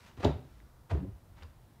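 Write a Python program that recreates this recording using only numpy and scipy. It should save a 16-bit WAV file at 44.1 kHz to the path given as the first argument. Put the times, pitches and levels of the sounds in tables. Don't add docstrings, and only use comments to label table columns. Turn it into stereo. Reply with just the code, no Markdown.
import sys
import numpy as np
from scipy import signal
from scipy.io import wavfile
from scipy.ndimage import uniform_filter1d

SR = 44100
rng = np.random.default_rng(int(sys.argv[2]) if len(sys.argv) > 2 else 0)


def materialize(psi):
    bounded = np.clip(np.atleast_2d(psi).T, -1, 1)
    quanta = np.round(bounded * 32767).astype(np.int16)
    wavfile.write(sys.argv[1], SR, quanta)


def natural_amplitude(level_db):
    exponent = np.asarray(level_db, float) / 20
    return 10 ** exponent


N = 79380
T = np.arange(N) / SR


def level(x, db):
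    return x * natural_amplitude(db) / np.sqrt(np.mean(x ** 2))


def soften(x, hz, kind="lowpass", order=1):
    return signal.sosfilt(signal.butter(order, hz, kind, fs=SR, output="sos"), x)


def band(x, hz, octaves):
    edges = np.clip([hz * 2 ** (-octaves / 2), hz * 2 ** (octaves / 2)], 10, 0.47 * SR)
    return soften(x, edges, "bandpass", order=2)


def walk(rate):
    hold = int(SR / rate)
    steps = np.repeat(rng.standard_normal(N // hold + 1), hold)
    return 1.77 * uniform_filter1d(uniform_filter1d(steps, hold), hold)[:N]


def swell(peak, attack, t60):
    rise = np.sin(np.pi / 2 * np.clip((T - peak) / max(attack, 1e-3) + 1, 0, 1)) ** 2
    return rise * natural_amplitude(-60 * np.maximum(T - peak, 0) / max(t60, 1e-2))


def ring(start, modes, share=1.0):
    ring_s, luck_db, detune = 0.2, 2.93, 0.008
    first = int(start * SR) + 1
    t = T[first:first + int(ring_s * SR)] - start
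    tones = np.zeros(len(t))
    luck = rng.standard_normal((len(modes), 2))
    for k, ((hz, db, t60), (gain_luck, pitch_luck)) in enumerate(zip(modes, luck)):
        phase_flip = (-1) ** k
        strength = natural_amplitude(db + luck_db * gain_luck - 60 * t / t60)
        pitch = share * hz * (1 + detune * pitch_luck)
        tones += phase_flip * strength * np.sin(2 * np.pi * pitch * t)
    out = np.zeros(N)
    out[first:first + len(t)] = tones / 3
    return out


# (t/s, level/dB, contact/ms, pitch share)
CONTACTS = [(0.1698, -40, 1.94, 1.01), (.179, -44, 0.95, 1.18), (.200, -35.5, 0.93, 0.87),
            (0.227, -35, 0.72, 0.62), (0.2371, -23.5, 0.85, 0.96), (.2478, -13, .55, 1.),
            (.264, -35, 0.53, 1.01), (0.276, -26.5, 1.22, 0.89), (.301, -29.5, 0.93, 0.86),
            (0.911, -36, 0.53, 1.14), (.915, -30.5, 0.92, 1.116), (0.935, -42.5, 1.9, 0.92),
            (0.948, -19.5, 2.43, 1.6), (1.045, -43, 0.4, 0.6), (1.423, -55, 0.25, 1.17),
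            (1.4313, -54, 0.2, 1.1), (1.441, -54.5, .4, 1.13)]
BODY_PITCHES = [200, 250, 332, 412, 510, 586, 678, 775, 895, 985, 1140, 1330, 1710]
# (level/dB, t60/s)
BODY_FADES = [(0, 0.053), (0, 0.14), (1.5, 0.084), (-2, 0.1), (-12, 0.081), (-1, 0.093), (-3, 0.067),
              (-5.5, 0.096), (1.5, 0.096), (-10, 0.044), (-13.5, .05), (-6, 0.023), (-16, 0.12)]


def knocks():
    modes = [(hz, db, t60) for hz, (db, t60) in zip(BODY_PITCHES, BODY_FADES)]
    out = 0
    for start, db, contact_ms, share in CONTACTS:
        push = np.sin(np.pi * np.linspace(0, 1, int(max(contact_ms, 0.1) * SR / 1000) + 3))
        out = out + natural_amplitude(db) * signal.lfilter(push / push.sum(), 1, ring(start, modes, share))
    return out


# (t/s, level/dB, pitch share)
EDGE_TICKS = [(.045, -69, 0.75), (.077, -57, 0.32), (.114, -48, 0.62), (.171, -57, 0.84),
              (.2461, -25, 1.004), (.2495, -27, 1.05), (.253, -35, 0.91), (.602, -48.5, 0.55),
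              (.9105, -35.5, 0.538), (1.423, -40.5, 0.59), (1.4265, -47.5, 0.98), (1.433, -48.5, 1.3),
              (1.386, -52, 0.45)]
# (f/Hz, level/dB, t60/s)
SHELL_TONES = [(2000, -8, 0.0051), (2830, 3, 0.008), (3635, 5.5, 0.0084), (4570, 1, 0.0093),
               (5470, -5.5, 0.0069), (6990, -7.5, 0.0084), (8740, -18, 0.0096), (12450, -18, 0.022)]


def ticks():
    sharp = sum(natural_amplitude(db) * ring(start, SHELL_TONES, share) for start, db, share in EDGE_TICKS)
    return soften(sharp, 9300)


# (peak t/s, level/dB, f/Hz, swell/s, t60/s)
BOARD_SWAYS = [(.195, -35.5, 91, 0.013, 0.098), (0.2605, -20, 94.4, 0.022, 0.092),
               (0.2705, -26.5, 68.5, 0.043, 0.19), (0.298, -29, 147.6, 0.045, 0.17),
               (.313, -34, 73.4, 0.017, 0.33), (0.364, -32, 91, 0.013, 0.088),
               (0.401, -42, 128, 0.018, 0.11), (0.9372, -25.5, 95.6, 0.041, 0.036),
               (0.9498, -24, 72.6, 0.032, 0.16), (.979, -32, 64.4, 0.014, 0.069),
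               (0.9477, -31, 148, 0.033, 0.036), (.978, -34.5, 145, 0.013, 0.11),
               (1.012, -38.5, 125, 0.018, 0.14), (1.042, -37, 65, 0.038, 0.14),
               (1.13, -44, 61.3, 0.019, .25), (1.456, -43, 79.5, 0.063, 0.15),
               (.46, -51, 127.5, 0.022, 0.16), (.66, -49.5, 55.6, 0.096, 0.28)]
# (start t/s, end t/s, level/dB, f/Hz)
LOOSE_HUMS = [
    (.98, 1.092, -42.5, 195),
    (1.05, 1.11, -40, 99),
    (.99, 1.09, -52, 285),
    (1.04, 1.11, -56, 385),
]


def table():
    edge_s = 0.03
    out = 0
    for peak, db, hz, attack, t60 in BOARD_SWAYS:
        out = out + natural_amplitude(db) * swell(peak, attack, t60) * np.cos(2 * np.pi * hz * (T - peak))
    for start, end, db, hz in LOOSE_HUMS:
        gate = np.clip(np.minimum(T - start, end - T) / edge_s + 0.5, 0, 1)
        strength = natural_amplitude(db + 3.6 * walk(60.2))
        cycles = hz * np.cumsum(1 + 0.017 * walk(29.9)) / SR
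        out = out + strength * gate * np.sin(2 * np.pi * cycles)
    return out


# (peak t/s, level/dB, attack/s, t60/s, corner f/Hz)
CLOTH_RUSTLES = [(.0, -63, .01, 0.66, 4030), (.08, -59.5, 0.079, 0.22, 3050), (0.171, -58, .003, 0.5, 2000),
                 (0.207, -52.5, 0.021, 0.21, 2310), (0.244, -36.5, 0.031, 0.19, 1110),
                 (0.268, -40.5, 0.045, 0.37, 696), (0.548, -71, 0.33, 1, 3010),
                 (0.911, -42, 0.019, 0.092, 1530), (0.933, -45.5, 0.02, 0.37, 670),
                 (1.391, -61.5, 0.051, 0.5, 2000), (1.427, -53.5, .006, 0.11, 1510)]


def rustles():
    grain_db = 1.5
    out = 0
    for peak, db, attack, t60, corner_hz in CLOTH_RUSTLES:
        grain = rng.standard_normal(N) * natural_amplitude(grain_db * walk(400))
        dull = soften(soften(grain, corner_hz), corner_hz)
        rub = soften(dull, 300, "highpass")
        out = out + level(rub, db) * swell(peak, attack, t60)
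    return out


# (f/Hz, t60/s)
ROOM_FADES = [(80, 0.45), (300, 0.42), (900, 0.24), (2500, 0.2), (5000, 0.4), (11000, 0.099)]


def room(x):
    wet_db, wet_low_db, first_echo_s = -7, -6, 0.006
    room_hz, room_t60 = np.transpose(ROOM_FADES)
    t = T[:SR // 2 + SR // 4]
    tail = 0
    for hz in 62.5 * 2.0 ** np.arange(9):
        t60 = np.interp(np.log(hz), np.log(room_hz), room_t60)
        part = band(rng.standard_normal(len(t)), hz, 1) * natural_amplitude(-60 * t / t60) * (t > first_echo_s)
        even = np.sqrt(hz / SR / np.sum(part ** 2))
        tail = tail + part * even * natural_amplitude(wet_low_db if hz < 200 else wet_db)
    return signal.fftconvolve(x, tail)[:N]


# (f/Hz, level/dB per band)
AIR_COLOUR = [(15, -31), (25, 1), (67, -2.5), (122, -7), (180, -12.5), (553, -28), (711, -19.5),
              (2140, -38), (6000, -45.5), (7800, -69), (13200, -120)]


def air():
    air_hz, air_db = np.transpose(AIR_COLOUR)
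    out = 0
    for hz in 28 * 2 ** np.arange(0, 8, 0.5):
        db = np.interp(np.log(hz), np.log(air_hz), air_db) + 1.2 * walk(6)
        out = out + natural_amplitude(db) * band(rng.standard_normal(N), hz, 0.47)
    return level(out, -56)


def scene():
    board_send_db = -13
    things = knocks() + ticks() + rustles()
    board = table()
    echo = room(things + natural_amplitude(board_send_db) * board)
    return np.tile(things + board + echo + air(), (2, 1))


def low_pass(x):
    return signal.sosfilt(signal.butter(12, 15630, fs=SR, output="sos"), x)


def record(dry):
    mismatch_db, top_hz = -52, 15650
    sign = np.array([[1], [-1]])
    shared_hiss = level(soften(rng.standard_normal(N), 3300, "highpass"), -74)
    side_hiss = level(soften(rng.standard_normal(N), 19, "highpass"), -74.5)
    heard = soften(dry, 41.7, "highpass", order=2) * (1 + natural_amplitude(mismatch_db) * sign)
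    mix = heard + shared_hiss + side_hiss * sign
    mix = signal.sosfilt(signal.ellip(10, 0.2, 80, top_hz, fs=SR, output="sos"), mix)
    return low_pass(mix)


dry = scene()
out = record(dry)
materialize(out)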